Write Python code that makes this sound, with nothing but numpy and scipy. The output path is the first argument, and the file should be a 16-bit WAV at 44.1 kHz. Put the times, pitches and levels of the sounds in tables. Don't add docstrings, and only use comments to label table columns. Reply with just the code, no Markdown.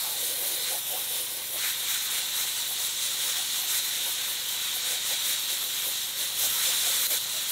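import sys
import numpy as np
from scipy import signal
from scipy.fft import rfft, irfft, next_fast_len
from scipy.io import wavfile
from scipy.ndimage import uniform_filter1d, map_coordinates

SR = 44100
rng = np.random.default_rng(int(sys.argv[2]) if len(sys.argv) > 2 else 0)


def store_wav(level_fs):
    pcm = np.round(np.clip(np.atleast_2d(level_fs), -1, 1) * 32767)
    wavfile.write(sys.argv[1], SR, pcm.T.astype(np.int16))


def boost(x):
    u = np.asarray(x, float) / 20
    return 10 ** u


N = 331191
TOP_HZ = 15740

# time [s], pressure on the steel [dB], slant [0 square on to 1.5 glancing].
HOLD = [(0.0, -34.5, 0.69), (0.43, -34.5, 1.42), (0.817, -38.5, 0.4), (1.293, -35.5, 1.8),
        (1.519, -37, 1.7), (1.57, -37, 0.15), (2.27, -35.5, 0.14), (2.92, -40.0, 0.39),
        (3.37, -36.5, -0.043), (3.983, -35, -0.55), (4.392, -35.5, -0.32), (5.029, -35, -0.66),
        (5.73, -34.5, -0.27), (6.144, -36.5, 0.29), (6.37, -34.5, 0.32), (6.63, -32, -0.55),
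        (7.177, -32.5, -0.6), (7.19, -35, 0.21)]
# middle [s], swell [dB], length [s], extra ring of the skin [dB].
SWEEPS = [(0.257, 4, 0.18, -0.5), (0.539, 7, 0.23, -1), (0.714, 9.5, 0.15, 1), (0.947, 7, 0.13, 2),
          (1.149, 7.5, 0.11, -2), (1.657, 6.5, 0.14, 5.5), (1.933, 5.5, 0.18, 5.5), (2.149, 6, 0.15, 2),
          (2.438, 6, 0.18, 0), (2.616, 7.5, 0.18, -0.5), (2.846, 14, 0.2, -1), (3.054, 12.5, 0.18, -0.5),
          (3.256, 9, 0.2, 1.5), (3.398, 5.5, 0.095, 0.5), (3.554, 6, 0.19, -2), (3.78, 4.5, 0.15, 3),
          (4.011, 4.5, 0.16, 2), (4.23, 4, 0.17, 0.5), (4.59, 1.5, 0.45, 2.5), (4.905, 8.5, 0.128, 3),
          (5.127, 8.5, 0.077, 3.5), (5.293, 6, 0.16, -0.5), (5.523, 4.5, 0.079, -0.5),
          (5.91, 2.5, 0.2, -1.5), (6.218, 7.5, 0.086, -1), (6.446, 8, 0.078, -0.5), (6.686, 4, 0.1, 1),
          (6.892, 6.5, 0.12, -1), (7.14, 3, 0.077, 2.5), (7.377, 2, 0.083, -2)]
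# middle [s], roar [dB], length [s], extra whistle of the seam [dB].
HOLLOWS = [(0.066, -0.5, 0.15, 10), (0.226, 3, 0.24, -1), (0.379, 1.5, 0.26, 1), (0.53, 4, 0.21, 0),
           (.67, -1, 0.045, -2), (0.735, 5.5, 0.1, 5), (0.944, 6, 0.088, 6.5), (1.14, 4, 0.07, 0),
           (1.205, 0, .06, -2), (1.553, 3, 0.038, 1.5), (1.9, -0.5, .06, 4), (2.13, 1.5, 0.048, 3),
           (2.454, 2.5, 0.035, 3), (2.82, 2.5, 0.11, 0), (2.712, 2, 0.049, 4), (3.074, 3, 0.077, -7),
           (3.26, 3, 0.11, -1), (3.408, 2, 0.069, 8), (3.52, 1, 0.099, -1), (3.62, 1.5, 0.09, 5),
           (3.813, 2.5, 0.075, -4.5), (3.994, 4.5, 0.1, -5), (4.08, 3.5, 0.05, 4), (4.2, 3, 0.11, 2),
           (4.3, 2.5, 0.086, -6), (4.44, 2, .07, 3), (4.57, 1.5, 0.11, -.6), (4.766, 4, 0.045, -4),
           (4.91, 6.5, 0.16, -1.4), (5.128, 7, 0.08, -.6), (5.29, 3.5, 0.11, -5), (5.54, 2.5, 0.076, 1),
           (5.66, 3.5, 0.071, -4), (5.88, 4.5, 0.052, -5), (6.22, 3, 0.076, -6), (6.455, 5, 0.09, 1),
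           (6.691, 5, 0.078, 5), (6.895, 5.5, 0.11, 3), (7.128, 6, 0.09, 6), (7.362, 0.5, 0.1, 1)]
# middle [s], splash [dB], length [s].
SPLASHES = [(0.781, 8, 0.14), (0.887, 5.2, 0.089), (0.987, 5.5, 0.23), (1.215, 2.5, 0.058),
            (1.56, 13.5, 0.074), (1.806, 4, 0.17), (2.044, 2, 0.046), (2.181, 1.5, 0.053),
            (2.384, 2.5, 0.19), (2.711, 9, 0.086), (3.032, 0.5, 0.054), (3.26, 3.5, 0.074),
            (3.721, 4.5, 0.2), (4.091, 5, 0.072), (4.306, 7, 0.064), (4.52, 0.5, 0.083),
            (4.764, 9.5, 0.043), (5.081, 5, 0.052), (5.303, 3, 0.084), (5.65, 6.5, 0.063),
            (5.874, 8, 0.063), (6.4, 4, 0.04), (7.018, 3, 0.063), (7.108, 6.5, 0.086), (7.505, 8, 0.033)]
# middle [s], level [dB].
TURNS = [(.09, -1), (.67, -4), (.78, 0), (1.06, -0.5), (1.17, -2.5), (1.29, -3), (1.4, -2), (1.61, 1),
         (1.76, -3), (1.86, -3), (1.995, -3), (2.09, -4.5), (2.23, -2), (2.325, -2), (2.46, -3), (2.66, -2),
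         (2.77, -3), (2.9, -3), (3.085, -2), (3.34, -1), (3.67, -3.5), (3.82, -2.5), (3.92, -1),
         (4.165, -2.5), (4.38, -3.5), (4.59, -.6), (4.825, -3), (5.17, -2), (5.37, -5), (5.47, -2),
         (5.59, 1.5), (5.95, -1.5), (6.14, -3), (6.28, 1), (6.48, -1), (6.84, -3), (7.27, -3), (7.39, -2.5),
         (7.46, -4)]
# middle [s], grit [dB], length [s], jet [dB].
UNEVEN = [(.17, 0, .05, 0.5), (.4, -0.2, 0.13, -1.5), (.6, -2, 0.14, -1), (.83, 0.5, 0.13, -2),
          (1.3, 0.5, .2, -0.2), (1.49, .4, .08, -1.8), (1.61, 0.5, 0.088, 0), (1.72, 2, .05, 1),
          (1.79, 0, .06, 0.5), (1.86, .4, 0.064, 0.5), (2.02, -0.5, 0.074, 0), (2.15, -1.5, .06, -1),
          (2.23, 0.5, .06, 1), (2.36, 2.5, .06, 0.5), (2.68, 0, 0.11, 0), (2.86, -1.5, 0.08, -1.5),
          (3.09, -1, .1, -0.5), (3.28, 1.8, .08, 0.5), (3.7, 3, .05, -0.5), (3.83, 0.5, 0.093, -0.5),
          (3.97, -.4, 0.1, -0.5), (4.37, -1, 0.15, -0.3), (4.68, 0.5, 0.087, .6), (4.85, 0.5, .1, -0.2),
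          (4.95, -0.5, .05, 0.5), (5.07, 1.1, 0.055, -1), (5.21, -2, 0.081, -0.2), (5.43, -1, 0.14, -0.5),
          (5.79, -1, 0.11, 0.5), (5.92, -1.5, .08, 0.3), (6.01, 2, 0.065, .4), (6.42, 0.5, .08, -0.5),
          (6.59, -0.5, .06, -1.5), (6.66, 0, .09, 0.8), (6.7, -1.5, .08, 0.5), (6.77, 0, .05, 0),
          (6.86, -0.3, .16, -0.4), (6.99, -0.5, .1, -0.8), (7.17, 0.5, 0.037, -1), (7.26, 1, .07, -1),
          (7.39, 0.8, .14, 1.5)]


def unit(x):
    return x / np.sqrt(np.mean(x ** 2) + 1e-20)


def curves(rows):
    times, *columns = np.transpose(rows)
    return [np.interp(np.arange(N) / SR, times, values) for values in columns]


def wobble(rate):
    knots = rng.standard_normal(int(N * rate / SR) + 4)
    return map_coordinates(knots, [np.arange(N) * rate / SR])


def swells(rows, column=1, share=1):
    bluntness = 2.17
    t, rows = np.arange(0, N + 256, 256) / SR, np.array(rows)
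    offset = 2 * (t[:, None] - rows[:, 0]) / (share * rows[:, 2])
    bells = np.exp(-np.abs(offset) ** bluntness)
    return np.interp(np.arange(N) / SR, t, bells @ rows[:, column])


def filtered(x, response):
    size = next_fast_len(len(x) + 8192)
    return irfft(rfft(x, size) * response(np.fft.rfftfreq(size, 1 / SR)), size)[:len(x)]


def colour(points):
    f, db = np.transpose(points)
    return lambda hz: boost(np.interp(np.log(hz + 1), np.log(f), db))


def modes(rows):
    return lambda hz: np.sqrt(sum(boost(2 * db) / (1 + (2 * (hz - centre) / width) ** 2) ** 2
                                  for centre, width, db in rows))


def levels(*layers):
    # rest level [dB], then dB per unit of pressure, slant, sweep, hollow and splash.
    answer = dict(jet=(-36, 1, -2, 0.61, -0.46, 0.05), grit=(-39, 1.77, -1.23, 1, -0.81, 0.19),
              fizz=(-38.5, 2.5, 2, 1.2359, -0.82, 0.7148), box=(-60, 1.5, 4, 0.4847, 1.32, 0.58),
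              seam=(-60.5, 0.3, 0.8, 0.33, 1, 0.28), rib=(-54.5, 1.5, 0, 0.77, -0.95, 0.36),
              skin=(-46, 1.44, -1, 0.73, -0.68, 0.09))
    usual_db = -36
    pressure_db, slant = curves(HOLD)
    gestures = np.array([pressure_db - usual_db, slant, swells(SWEEPS), swells(HOLLOWS), swells(SPLASHES)])
    return [answer[name][0] + np.array(answer[name][1:]) @ gestures for name in layers]


def blast(grit_db, spread_db, patchy_db):
    z = signal.stft(rng.standard_normal(N), nperseg=512)[2]
    field = uniform_filter1d(rng.standard_normal(z.shape), size=8, axis=0)
    field = uniform_filter1d(field, size=8, axis=1)
    air = signal.istft(z * boost(patchy_db * unit(field)), nperseg=512)[1][:N]
    strikes = rng.uniform(size=N) < 3000 / SR
    sizes = boost(spread_db * np.minimum(rng.exponential(size=N), 4))
    grains = strikes * rng.choice([-1, 1], N) * sizes
    return unit(air) + boost(grit_db) * unit(grains)


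def shimmer(x, response, depth_db):
    hz, s, z = signal.stft(x, SR, nperseg=1024)
    ripple = unit(uniform_filter1d(rng.standard_normal(z.shape), size=10, axis=1))
    shaped = z * response(hz[:, None], s) * boost(depth_db * ripple)
    return unit(signal.istft(shaped, nperseg=1024)[1][:N])


def scraps():
    # time [s], lower edge [Hz], upper edge [Hz], level [dB rms].
    scrap_rows = [(0.606, 10900, 12400, -43), (0.607, 4700, 6300, -45), (.84, 5500, 6900, -50),
                  (.84, 13800, 15900, -47), (1.118, 6900, 9700, -41), (1.468, 6300, 8300, -49),
                  (1.468, 4100, 5200, -53), (5.761, 4700, 5800, -50), (1.373, 4100, 6300, -48),
                  (1.906, 12300, 13800, -44), (1.908, 9600, 11700, -44), (2.976, 6300, 8300, -42),
                  (3.325, 11700, 13100, -44), (3.51, 10300, 11700, -43), (4.418, 4700, 5800, -47),
                  (5.112, 9600, 11000, -45), (5.204, 6400, 8300, -41), (5.62, 12400, 15200, -41),
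                  (5.621, 8300, 9600, -45), (5.761, 11700, 14500, -44), (6.04, 4100, 8340, -42),
                  (6.272, 7600, 9600, -45), (6.344, 12450, 13800, -44), (6.458, 9000, 10300, -43),
                  (6.458, 13000, 14500, -43), (6.504, 7600, 9000, -42), (6.504, 14500, 15700, -44),
                  (6.575, 14500, 15800, -42), (6.597, 11000, 12400, -42), (6.665, 13800, 15900, -42),
                  (6.667, 5200, 6300, -43), (6.69, 4200, 5200, -42), (6.69, 5700, 7600, -35),
                  (6.69, 8300, 9600, -40), (6.898, 13000, 15200, -40)]
    hop, first = 1024, 142
    side, n = np.zeros(N), np.arange(2 * hop) + .5
    window = np.sin(np.pi * n / hop / 2)
    for s, lo_hz, hi_hz, db in scrap_rows:
        lo, hi = round(lo_hz * 2 * hop / SR), round(min(hi_hz, TOP_HZ) * 2 * hop / SR)
        bins = np.arange(lo, hi) + .5
        cosines = np.cos(np.pi / hop * np.outer(n + hop / 2, bins))
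        burst = unit(cosines @ rng.standard_normal(len(bins)))
        start = first + hop * (round((s * SR - first) / hop) - 1)
        side[start:][:2 * hop] += boost(db + .8) * burst * window
    return side


def compressor():
    # multiple of the crank rate, level [dB rms].
    pump = [(2, -74), (3, -79), (4, -68), (5, -80.5), (6, -67), (7, -86), (8, -69), (9, -73), (10, -81),
            (11, -69), (12, -84), (14, -83), (15, -67), (16, -83), (17, -70), (18, -79), (19, -74),
            (20, -78), (21, -68), (25, -70)]
    crank_hz, mains_hz = 23.123, 120.05
    stroke_turn, loose = .25, .3
    t = np.arange(N) / SR

    def tone(hz, db, turn):
        level = np.sqrt(2) * boost(db + 0.41 * wobble(3.18))
        return level * np.sin(2 * np.pi * (hz * t + turn + loose * rng.uniform()))

    drone = sum(tone(k * crank_hz, db, (k - 2) * stroke_turn - loose / 2) for k, db in pump)
    return drone + tone(mains_hz, -72, 0)


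def buffet():
    # frequency [Hz], level [dB].
    gust_colour = [(15, -45), (30, -7), (60, -4), (120, -2), (220, -7), (300, -8), (500, 0), (900, -60)]
    # middle [s], rise over the rest level [dB], length [s].
    gusts = [
        (1.7, 8, .5),
        (3.25, 8, .5),
        (4.95, 14, .4),
        (6.43, 23.7, 0.23),
        (6.7, 22, 0.45),
        (7.2, 21, 0.73),
    ]
    rest_db = -94.5
    level_db = rest_db + swells(gusts) + 11.5 + 2.4 * wobble(9.6)
    return boost(level_db) * unit(filtered(rng.standard_normal(N), colour(gust_colour)))


def holes():
    # middle [s], level [dB rms], length [s], pitch [Hz].
    hoots = [(.07, -50, .05, 945), (.1, -51, .04, 720), (.12, -53, .03, 850), (.165, -50, .04, 530),
             (.23, -51, .05, 520), (.32, -49, .07, 525), (.39, -52, .04, 485), (.465, -51, .05, 540),
             (.53, -54, .05, 740), (0.528, -54, .05, 345), (.6, -51, .05, 480), (4.91, -56, .05, 520),
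             (.73, -51, .06, 530), (.95, -47, .06, 540), (1.556, -47.5, .04, 640), (4.074, -46, .022, 882),
             (5.129, -53, 0.041, 640), (5.875, -59, 0.046, 560), (6.875, -48, 0.046, 680),
             (7.122, -44, 0.046, 600), (7.364, -51, 0.061, 600)]
    sag = 0.1104
    out, waver = np.zeros(N), 0.0587 * wobble(120)
    for s, db, length, hz in hoots:
        n = np.arange(max(round((s - 2 * length) * SR), 0), min(round((s + 2 * length) * SR), N))
        u = (n / SR - s) / length
        pitch = hz * (1 - sag * u + waver[n])
        bell = np.exp(-(2 * u) ** 2)
        out[n] += np.sqrt(2) * boost(db) * bell * np.sin(2 * np.pi * np.cumsum(pitch) / SR)
    return out


def panel():
    # frequency [Hz], width [Hz], level [dB].
    box_modes, seam_modes = [(326, 77, -7), (420, 89, -9.5), (512, 89, 0), (600, 130, -3.5)], [(740, 92, 0.33), (844, 79, -1.8)]
    rib_modes, skin_modes = [(942, 144, 0.34), (1128, 420, -1.5), (1316, 130, 0.47)], [(1508, 210, -.6), (1950, 650, 0.72), (2356, 400, -0.6)]
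    # middle [s], level [dB], length [s].
    skin_swells = [(.15, -1, .2), (.96, -2, .08), (1.44, 2, .1), (1.645, 6, 0.055), (1.7, 3, .04), (1.8, -2, .03),
                   (1.9, 0, .05), (1.8, 1.5, .06), (1.96, 1, .04), (2.165, 3.5, .07), (3.51, -0.5, .12),
                   (4.02, -2.5, 0.11), (4.23, 2, .1), (4.8, 0, .16), (5.44, -2.5, .1), (5.79, 1, 0.045),
                   (2.4, 4.5, .06), (7.04, 2, .05), (6.89, -1, .12), (5.3, 2, .08), (5.9, 0, .06),
                   (6.32, -2, .07), (7.2, -7, .04)]
    # frequency [Hz], width [Hz], level [dB].
    crown = [(2300, 540, -.1)]
    # middle [s], level [dB], length [s].
    square = [
        (1.645, 2.2, 0.04),
        (3.98, 3, .2),
        (7.135, 4, 0.037),
    ]
    # frequency [Hz], width [Hz], level [dB].
    cancels = [(1310, 130, -.1), (1760, 73, -.1)]
    cancel_by_slant = 0.41

    box_db, seam_db, rib_db, skin_db = levels('box', 'seam', 'rib', 'skin')
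    ring_db = 0.69 * swells(SWEEPS, -1, share=0.98)
    whistle_db = swells(HOLLOWS, -1)
    seam_db = seam_db + 1.06 * whistle_db
    skin_db = skin_db + ring_db + swells(skin_swells)
    rib_db = rib_db + 0.05 * ring_db + 0.35 * whistle_db

    def driven(rows, *grain):
        return unit(filtered(blast(*grain), modes(rows)))

    box = boost(box_db - 1.0 + 0.29 * wobble(25)) * driven(box_modes, -31, 4.0, 1.0)
    seam = boost(seam_db - 0.2 + .8 * wobble(25)) * driven(seam_modes, -22, 2.5, 2.9)
    rib = boost(rib_db + 0.83 + 0.96 * wobble(25)) * driven(rib_modes, -24, 3.1, 1.0)
    skin = boost(skin_db - 0.1 + 0.31 * wobble(30)) * driven(skin_modes, -17.5, 1.5, 1.0)
    skin = skin + (boost(swells(square)) - 1) * filtered(skin, modes(crown))
    share = np.clip(cancel_by_slant * curves(HOLD)[1], 0, .9)
    return box + seam + rib + skin - share * filtered(rib + skin, modes(cancels))


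def dip(creep=.15):
    # time [s], depth [dB], recovery [s].
    dips = [
        (7.07, -7, 0.034),
    ]
    suddenness = 120
    t, loss_db = np.arange(N) / SR, np.zeros(N)
    for s, db, back in dips:
        u = (t - s) / back
        snap = 1 / (1 + np.exp(np.clip(suddenness * (u - 1), -50, 50)))
        loss_db += db * (u > 0) * np.clip(1 - creep * u, 0, 1) * snap
    return loss_db


def glint(hz, s):
    # middle [s], level [dB], length [s], centre [Hz].
    glints = [(.02, 3, .06, 11500), (1.17, 3, 0.76, 5000), (1.1, 1, .6, 2980), (1.1, -1, 0.81, 6600),
              (2.2, -1, 1.1, 5300), (2.7, 2, 0.59, 7700), (4.55, 1.5, .1, 5500), (1.35, -3, .15, 13200),
              (1.55, -4, .06, 12300), (1.63, -4, .08, 10000), (1.65, -3, .1, 15000), (1.9, -5, .12, 10200),
              (2.05, -3, .07, 11500), (2.17, -4, .08, 15300), (2.27, -3, .08, 11600), (2.4, -2, .1, 10300),
              (2.5, 3, .1, 13500), (2.75, 3, .06, 13600), (3.37, 3, .05, 13600), (3.52, -3, .07, 14300),
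              (3.87, 8, .09, 13200), (4.07, 4, .12, 13300), (4.45, 3, .1, 15000), (4.53, 5, .1, 13800),
              (4.9, 3, .05, 11500), (4.9, -3, .06, 15000), (5.13, -5, .06, 10000), (5.68, -3, .06, 11400),
              (6.07, 3, .1, 14300), (6.45, -3, .08, 10000), (6.85, -2, .08, 9600), (7.1, -3, .1, 11300),
              (7.35, 3, .1, 11000)]
    width_hz = 1200
    at, db, length, centre = np.transpose(glints)
    pitch = np.exp(-(2 * (hz - centre) / width_hz) ** 2)
    moment = np.exp(-(2 * (s - at[:, None]) / length[:, None]) ** 2)
    return boost((pitch * db) @ moment)


def wrist():
    turn_s = 0.036
    return swells([(s, db, turn_s) for s, db in TURNS])


def jet_hiss(flutter):
    # frequency [Hz], level [dB].
    jet_colour = [(2000, -29), (2700, -11.5), (3450, -3), (3930, -0.1), (4150, -1.5), (4400, -6.5),
                  (4800, -11.5), (5800, -45)]
    # time [s], frequency [Hz].
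    pitch = [(0.0, 3870), (0.21, 3870), (0.74, 3880), (0.83, 3570), (1.57, 3750), (3.79, 3790),
             (4.04, 3660), (4.29, 3730), (6.88, 3750), (7.22, 3840), (7.51, 3770)]

    def slide(hz, s):
        stretch = (3850 / np.interp(s, *np.transpose(pitch))) ** 0.89
        return colour(jet_colour)(hz * stretch) * glint(hz, s)

    level_db = levels('jet')[0] + swells(UNEVEN, -1) + .5 + 0.2 * flutter
    return boost(level_db) * shimmer(blast(-20.5, 2.1, patchy_db=.5), slide, depth_db=1.9)


def grit_rattle(flutter):
    # frequency [Hz], level [dB].
    grit_colour = [(3500, -40), (4700, -10), (5300, -2), (6000, -0.5), (7400, 0), (8600, -2), (10000, -34),
                   (13000, -34)]
    level_db = levels('grit')[0] + swells(UNEVEN) + 0.12 * wrist()
    level_db = level_db + 0.18 + flutter + 0.22 * wobble(11)
    rattle = shimmer(blast(-9.0, 2.9, patchy_db=-0.5),
                     lambda hz, s: colour(grit_colour)(hz) * glint(hz, s), depth_db=1.5)
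    return boost(level_db) * rattle


def spray_fizz(flutter):
    # frequency [Hz], level [dB].
    fizz_colour = [(6000, -29), (8000, -18), (8700, 1), (9200, 1.5), (10500, 0.5), (12300, 2),
                   (14000, -0.5), (15700, -2.5), (17000, -5.5)]
    # frequency [Hz], width [Hz], level [dB].
    nozzle = [(12600, 1900, -.1)]
    # middle [s], level [dB], length [s].
    ring_swells = [(.12, 1, .08), (1.58, -6, .08), (1.68, 3, .1), (1.75, 5, .12), (2.18, -4.5, .1), (2.27, 3, .06),
                   (2.5, -1, .14), (2.93, 3.5, .05), (3.16, 2, .08), (3.63, 3, .09), (4.49, 3, .12), (4.8, 3, .05),
                   (5.06, -2.5, .1), (5.43, 3, .08), (5.75, 0.5, 0.32), (6.1, 3, .18), (6.26, -3, .08),
                   (7.32, -2, .1)]
    level_db = levels('fizz')[0] + wrist() + .4 * swells(UNEVEN)
    level_db = level_db + dip(creep=.7) - dip()
    level_db = level_db + 0.78 + 0.9 * flutter
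    fizz = boost(level_db) * shimmer(blast(-13, 2.1, patchy_db=.7),
                                   lambda hz, s: colour(fizz_colour)(hz) * glint(hz, s), depth_db=2.2)
    nozzle_db = 0.34 * swells(SPLASHES) - 0.33 * swells(SWEEPS) + swells(ring_swells) + 0.97 * wobble(6)
    nozzle_gain = boost(np.minimum(nozzle_db, 3.5)) - 1
    return fizz + nozzle_gain * filtered(fizz, modes(nozzle))


def gun():
    flutter = 0.44 * wobble(23) + .5 * wobble(90)
    return jet_hiss(flutter) + grit_rattle(flutter) + spray_fizz(flutter)


def scene():
    low_cut_hz = 60
    spray = filtered(gun() + panel() + holes(), lambda hz: hz ** 2 / (hz ** 2 + low_cut_hz ** 2))
    mono = boost(dip()) * spray + compressor() + buffet()
    return np.array([mono, mono])


def roll_off(x):
    return signal.sosfilt(signal.butter(12, 17060, fs=SR, output="sos"), x)


def record(dry):
    mono = dry[0] / (1 + np.abs(dry[0] / .22) ** 4) ** (1 / 4)
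    mono = filtered(mono, lambda hz: hz < TOP_HZ)
    side = scraps()
    return roll_off(np.array([mono + side, mono - side]))


dry = scene()
out = record(dry)
store_wav(out)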